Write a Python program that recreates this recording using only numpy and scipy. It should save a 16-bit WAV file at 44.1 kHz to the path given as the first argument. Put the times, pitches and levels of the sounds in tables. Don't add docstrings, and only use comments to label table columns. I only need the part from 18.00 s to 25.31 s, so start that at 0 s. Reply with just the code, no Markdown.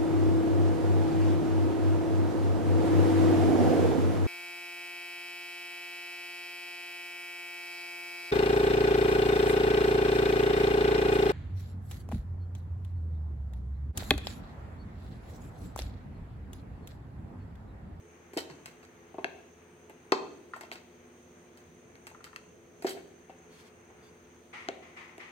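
import sys
import numpy as np
from scipy import signal
from scipy.fft import rfft, irfft, next_fast_len
from scipy.io import wavfile
from scipy.ndimage import uniform_filter1d

SR = 44100
rng = np.random.default_rng(int(sys.argv[2]) if len(sys.argv) > 2 else 0)


def inscribe(sig):
    pcm = np.round(np.clip(np.atleast_2d(sig).T, -1, 1) * 32767)
    wavfile.write(sys.argv[1], SR, pcm.astype(np.int16))


N = 322371

# multiple_of_blade_rate, mean_level_db
FAN_TONES = [(1, -70), (2, -71), (3, -71), (4, -70), (5, -67), (6, -74)]
# pitch_hz, level_db (before MAINS_SWELL)
MAINS_LINES = [(240, -69), (360, -68), (480, -81), (600, -81.5), (720, -79)]
# time_s, gain_db
MAINS_SWELL = [(0, -3), (2.4, 2.5), (2.7, 6), (3.9, 3.5), (4.2, -5), (7.31, 4)]
# frequency_hz, relative_density_db
AIR_SHAPE = [(18, -71), (30, -29), (75, -9.5), (141, -8.5), (245, -7.5), (311, -12.5), (345, -0.5),
             (384, -15.5), (426, -2.5), (540, -12.5), (2290, -18.5), (4650, -33.5), (6210, -39),
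             (7470, -54), (16000, -35.5)]
# centre_hz, width_hz, level_db (before flicker)
HISS_BANDS = [(6286, 630, -70.5), (8650, 710, -78), (11400, 4600, -86)]
# frequency_hz, likeness (negative read as 0)
LIKENESS_CURVE = [(60, 0.82), (130, 0.99), (290, 0.67), (640, 0.5), (1410, -0.13), (3100, 0.31), (6820, 0),
                  (15000, 0)]
# frequency_hz, t60_s, level_db
ROOM_DECAY = [(150, 0.92, -7), (404, 0.82, -10), (990, 0.46, -6), (2480, 0.69, -10), (5070, 0.47, -10.5),
              (10000, 1, -19), (15000, 0.15, -9)]
# frequency_hz, left_minus_right_db
PORT_TILT = [(60, 3), (110, -1), (200, -0.5), (380, -0.5), (700, 3), (1290, 0.5), (2380, 5.5), (4400, -3),
             (8120, -7.5), (15000, 0.5)]
# middle_s, half_length_s, tone_db, pitch_hz, rub_db
PIVOT_SWINGS = [(5.536, 0.032, -67, 4350, -63.5), (5.6, 0.039, -68, 4400, -61.5),
                (5.668, .03, -70, 4380, -66), (6.055, 0.038, -66.5, 4650, -68.5)]
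# start_s, level_db, fade_db_per_s
SHEET_SLIDES = [(6.527, -42, 72), (6.82, -53, 69), (6.962, -45, 81), (7.192, -45.5, 79)]
# centre_hz, width_hz, relative_db
SHEET_BANDS = [(1260, 1300, 19.5), (1954, 770, 22), (2690, 2200, -36), (4300, 2500, -12)]
# start_s, peak_db, nominal_pitch_hz
BENCH_THUMPS = [(0.503, -48, 147), (0.659, -56, 156.6)]
# nominal_pitch_hz, relative_db, t60_s
BOX_MODES = [(299, -9.5, 0.047), (349, 1.5, 0.04), (387, 1, 0.067), (448, -8.5, 0.075)]
LID_MODES = [(532, 4, 0.047), (684, 4, 0.032), (752.4, -3.5, 0.046), (880, 3, 0.026), (1037, 1.5, 0.028),
             (1236, -2.5, 0.039), (1350, 4, 0.02), (1820, 8, 0.022)]
ARM_MODES = [(1600, -1, 0.014), (1993, -8.5, 0.014), (2203, -5, 0.025), (2594, -2, 0.01),
             (2700, -10.5, 0.027)]
LINK_MODES = [(3195, 1.5, 0.014), (3700, -11, 0.0022), (4040, 1.5, 0.0059), (4465, -3.5, 0.025),
              (4780, 1.5, 0.0053), (5200, -4, 0.0026)]
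# start_s, box_db, lid_db, lid_spot_hz, link_db, crack_db, chatter_gain_db
CLAMP_BLOWS = [(0.334, -39, -45, 870, -47, -45.5, -3), (0.367, -22.5, -37, 650.0, -52, -60, -5),
               (0.3733, -23, -26, 683, -23.5, -24.5, -2.5), (0.499, -42.5, -41.5, 850, -44.5, -51, 2),
               (0.6584, -54.5, -43.5, 850, -36, -33, -10), (0.8285, -59, -52, 704, -48.5, -51, 6),
               (1.1433, -37, -37.5, 750, -93, -71, -2), (1.1834, -29.5, -28, 810, -82, -68.5, -1),
               (1.2444, -29.5, -25.5, 690, -25, -53, -29.5), (1.897, -42, -43, 730.0, -81, -43.5, -12),
               (2.121, -13.5, -13.5, 970, -12, -24, -18.5), (2.5353, -51, -28, 1340, -53, -59, 10),
               (2.5625, -59, -37.5, 860, -51, -48.5, 6), (2.6098, -45, -41.5, 890.0, -42, -37.5, -7),
               (2.635, -54, -40.5, 825.0, -49, -62, -7), (2.7158, -42, -36.5, 720.0, -40, -41.5, -22),
               (2.723, -58, -49, 806, -37, -44, 5.0), (2.756, -47, -46, 770, -41, -51, -11),
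               (3.573, -57, -67.5, 850.0, -49.5, -48, -0.5), (3.955, -62.0, -76, 600.0, -48, -49, -20),
               (4.069, -66, -47.5, 930, -39.5, -37, -10), (4.114, -65, -45.5, 840, -86, -66.0, -15.0),
               (4.1471, -61.0, -43, 1270, -91, -71.0, -12), (4.2054, -52, -47, 1190.0, -88, -68.5, 1),
               (4.242, -68, -58, 990, -36, -38, -8), (4.2663, -67, -44.5, 1190, -70, -67, 1),
               (4.3303, -67, -43, 1270, -66.0, -71.0, 3), (4.3612, -60.5, -40.5, 1440, -33, -36, -19),
               (4.8229, -44, -42, 700, -42, -40, -1), (4.846, -18.5, -23.5, 673, -46, -46.0, -1.0),
               (4.868, -42.5, -33.5, 770, -26.5, -31.5, -1), (4.892, -41, -47, 620.0, -30.5, -32.5, 10),
               (4.904, -36, -50.5, 676.0, -37, -40, 4), (4.97, -43, -37.5, 683, -59, -53, 2),
               (5.296, -49, -38, 710, -63, -63.0, 5), (5.902, -52.0, -49, 785, -95, -66, -12),
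               (6.6866, -27.5, -26, 670, -38, -36.5, -28), (7.1805, -41.5, -43.5, 750, -64, -42, -15)]

FAN_BLADE_HZ = 85.24
AIR_DB, AIR_SWELL_DB, AIR_FLICKER_DB = -58, 0.7, 0.9
LOWER_PITCH_RATIO, LOWER_DB = 0.75, -3
SLIDE_ATTACK_S = 0.011
SPOT_DB, DETUNE_RATIO = 2, 0.012
SPOT_OCTAVES = 0.34
SNAP_T60_S, CHATTER_T60_S, GRAIN_DB = 0.006, 0.17, 2.5
ARM_DB, ARM_PER_LID, ARM_PER_LINK, ARM_PER_CHATTER = -10, 0.34, 0.33, -0.49
CLATTER_DB = 4
PORT_LAG_S, TOP_HZ = 0.0003, 15800


def undb(db):
    return 10 ** (np.asarray(db) / 20)


def level(x, db):
    return x * undb(db) / np.sqrt(np.mean(x ** 2))


def peak(y):
    return y / np.abs(y).max()


def decay(t, t60_s):
    return np.exp(-np.log(1000) * t / t60_s)


def on_log(hz, table, column=1):
    table = np.array(table, float)
    return np.interp(np.log(np.maximum(hz, 1)), np.log(table[:, 0]), table[:, column])


def band(x, hz, width_hz):
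    return signal.lfilter(*signal.iirpeak(hz, hz / width_hz, fs=SR), x)


def band_twice(x, hz, width_hz):
    return band(band(x, hz, width_hz), hz, width_hz)


def walk(rate_hz):
    k = int(SR / rate_hz)
    steps = np.repeat(rng.standard_normal(N // k + 1), k)
    return 1.27 * uniform_filter1d(uniform_filter1d(steps, k), k)[:N]


def pair(size):
    alike = np.clip(on_log(np.fft.rfftfreq(size, 1 / SR), LIKENESS_CURVE), 0, 1)
    mid, side = rfft(rng.standard_normal((2, size)))
    sign = np.array([[1], [-1]])
    return mid * np.sqrt(1 + alike) + sign * side * np.sqrt(1 - alike)


def ring(modes, t, rise_s, spot_hz=None):
    hz, db, t60_s = np.transpose(modes)[:, :, None]
    chance = rng.standard_normal((3, len(modes), 1))
    if spot_hz:
        db = db - 6 * (np.log2(hz / spot_hz) / SPOT_OCTAVES) ** 2
    phase = 2 * np.pi * hz * (1 + DETUNE_RATIO * chance[0]) * t
    skew = np.array([1, -1])[:, None, None] * chance[2] * np.minimum(hz / 3000, 0.5)
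    gain = undb(db + SPOT_DB * chance[1])
    y = np.sum(gain * decay(t, t60_s) * np.sin(phase + skew), axis=1)
    return peak(y * (1 - np.exp(-t / rise_s)))


def hum():
    t = np.arange(N) / SR
    fan, mains = 0, 0
    for multiple, db in FAN_TONES:
        gain = undb(db + 1.3 * walk(4.3))
        fan = fan + gain * np.sin(2 * np.pi * multiple * FAN_BLADE_HZ * t + 1.64 * walk(7))
    for hz, db in MAINS_LINES:
        gain = undb(db + 0.37 * walk(4.6))
        mains = mains + gain * np.sin(2 * np.pi * (hz * t + rng.random()))
    swell = undb(np.interp(t, *np.transpose(MAINS_SWELL)))
    return np.sqrt(2) * (fan + mains * swell)


def air():
    hz = np.fft.rfftfreq(N, 1 / SR)
    noise, out = pair(N) * undb(on_log(hz, AIR_SHAPE)), 0
    for low_hz, high_hz in [(0, 200), (200, 700), (700, 3000), (3000, SR)]:
        part = irfft(noise * ((hz >= low_hz) & (hz < high_hz)), N)
        out = out + part * undb(AIR_SWELL_DB * walk(2.25) + AIR_FLICKER_DB * walk(12))
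    source, hiss = rng.standard_normal((2, N)), 0
    for centre_hz, width_hz, db in HISS_BANDS:
        hiss = hiss + level(band_twice(source, centre_hz, width_hz), db) * undb(walk(11))
    return level(out, AIR_DB) + hiss


def workshop(x, gap_s=0.0058):
    size = int(0.7 * SR)
    t, hz = np.arange(size) / SR, np.fft.rfftfreq(size, 1 / SR)
    noise, tail = pair(size), 0
    for centre_hz in 90 * 2 ** np.arange(0, 7.6, 0.5):
        octaves_off = np.abs(np.log2(np.maximum(hz, 1) / centre_hz))
        part = irfft(noise * np.clip(1 - 2 * octaves_off, 0, 1), size)
        t60_s = on_log(centre_hz, ROOM_DECAY)
        part = part * decay(t, t60_s) / np.sqrt(t60_s * SR / np.log(1000) / 2)
        tail = tail + undb(on_log(centre_hz, ROOM_DECAY, column=2)) * part
    tail = tail * np.clip(t / gap_s, 0, 1) ** 2
    return signal.fftconvolve(x.mean(axis=0)[None], tail, axes=1)[:, :N]


def squeaks():
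    t = np.arange(N) / SR
    waver_s = np.cumsum(0.0061 * walk(60)) / SR
    rough_upper, rough_lower = walk(200), walk(200)
    rub = level(band(rng.standard_normal((2, N)), 1800, 3500), 0) * undb(2 * walk(60))
    out = 0
    for middle_s, half_s, tone_db, hz, rub_db in PIVOT_SWINGS:
        phase = 2 * np.pi * hz * (t + waver_s) + np.array([[0], [1.5]])
        upper = rough_upper * np.sin(phase)
        lower = undb(LOWER_DB) * rough_lower * np.sin(LOWER_PITCH_RATIO * phase)
        swing = np.exp(-((t - middle_s) / half_s) ** 2)
        out = out + swing * ((upper + lower) * undb(tone_db) + rub * undb(rub_db))
    return out


def slides():
    t = np.arange(N) / SR
    slips = rng.standard_normal((2, N)) * undb(2.9 * np.minimum(rng.exponential(size=N), 5))
    sheet, power = 0, 0
    for hz, width_hz, db in SHEET_BANDS:
        sheet = sheet + undb(db) * band_twice(slips, hz, width_hz)
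    for start_s, db, fade_db_per_s in SHEET_SLIDES:
        attack = np.clip((t - start_s) / SLIDE_ATTACK_S, 0, 1)
        faded_db = db - fade_db_per_s * np.maximum(t - start_s, 0)
        power = power + attack ** 2 * undb(2 * faded_db)
    return level(sheet, 0) * np.sqrt(power)


def thumps():
    t = np.arange(int(0.2 * SR)) / SR
    out = np.zeros((2, N))
    for start_s, db, hz in BENCH_THUMPS:
        i = int(start_s * SR)
        out[:, i:i + len(t)] += undb(db) * ring([(hz, 0, 0.15)], t, 0.0033)
    return out


def contact(t, chatter_db):
    shared, left, right = rng.standard_normal((3, len(t)))
    snap = shared * decay(t, SNAP_T60_S)
    snap[4] += 6
    loose = (shared + 0.97 * np.array([left, right])) * decay(t, CHATTER_T60_S)
    strength = np.repeat(rng.exponential(size=len(t) // 40 + 1), 40)[:len(t)]
    knocks = undb(GRAIN_DB * (strength - 2.5))
    return snap + undb(chatter_db) * loose * knocks


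def steel_part(modes, steel, t, clatter_hz, clatter_width_hz):
    rung = peak(signal.fftconvolve(ring(modes, t, 0.00014), steel, axes=1)[:, :len(t)])
    clatter = peak(band_twice(steel, clatter_hz, clatter_width_hz))
    return peak(rung + undb(CLATTER_DB) * clatter)


def crack_of(steel):
    crack = signal.sosfilt(signal.butter(2, 5500, "high", fs=SR, output="sos"), steel)
    crack = crack + 3.1 * band(crack, 13040, 3800)
    return peak(crack + 7 * band(crack, 8070, 840))


def clamp():
    t = np.arange(int(0.2 * SR)) / SR
    lag, out = int(PORT_LAG_S * SR), np.zeros((2, N + len(t)))
    for start_s, box_db, lid_db, lid_hz, link_db, crack_db, chatter_db in CLAMP_BLOWS:
        arm_db = ARM_DB + ARM_PER_LID * lid_db + ARM_PER_LINK * link_db + ARM_PER_CHATTER * chatter_db
        steel = contact(t, chatter_db)
        arm = steel_part(ARM_MODES, steel, t, 1800, 1640)
        links = steel_part(LINK_MODES, steel, t, 3350, 2700)
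        metal = undb(arm_db) * arm + undb(link_db) * links + undb(crack_db) * crack_of(steel)
        metal[1] = np.roll(metal[1], lag)
        box = undb(box_db) * ring(BOX_MODES, t, 0.0035)
        lid = undb(lid_db) * ring(LID_MODES, t, 0.0023, lid_hz)
        i = int(start_s * SR)
        out[:, i:i + len(t)] += box + lid + metal
    out = signal.sosfilt(signal.butter(3, 170, "high", fs=SR, output="sos"), out)
    return out[:, :N]


def scene():
    near = clamp() + thumps() + slides() + squeaks()
    return near + workshop(near) + hum() + air()


def record(dry):
    size = next_fast_len(N)
    half_tilt_db = on_log(np.fft.rfftfreq(size, 1 / SR), PORT_TILT) / 2
    x = irfft(rfft(dry, size) * undb([half_tilt_db, -half_tilt_db]), size)[:, :N]
    return signal.sosfilt(signal.ellip(10, 0.2, 70, TOP_HZ, fs=SR, output="sos"), x)


dry = scene()
out = record(dry)
inscribe(out)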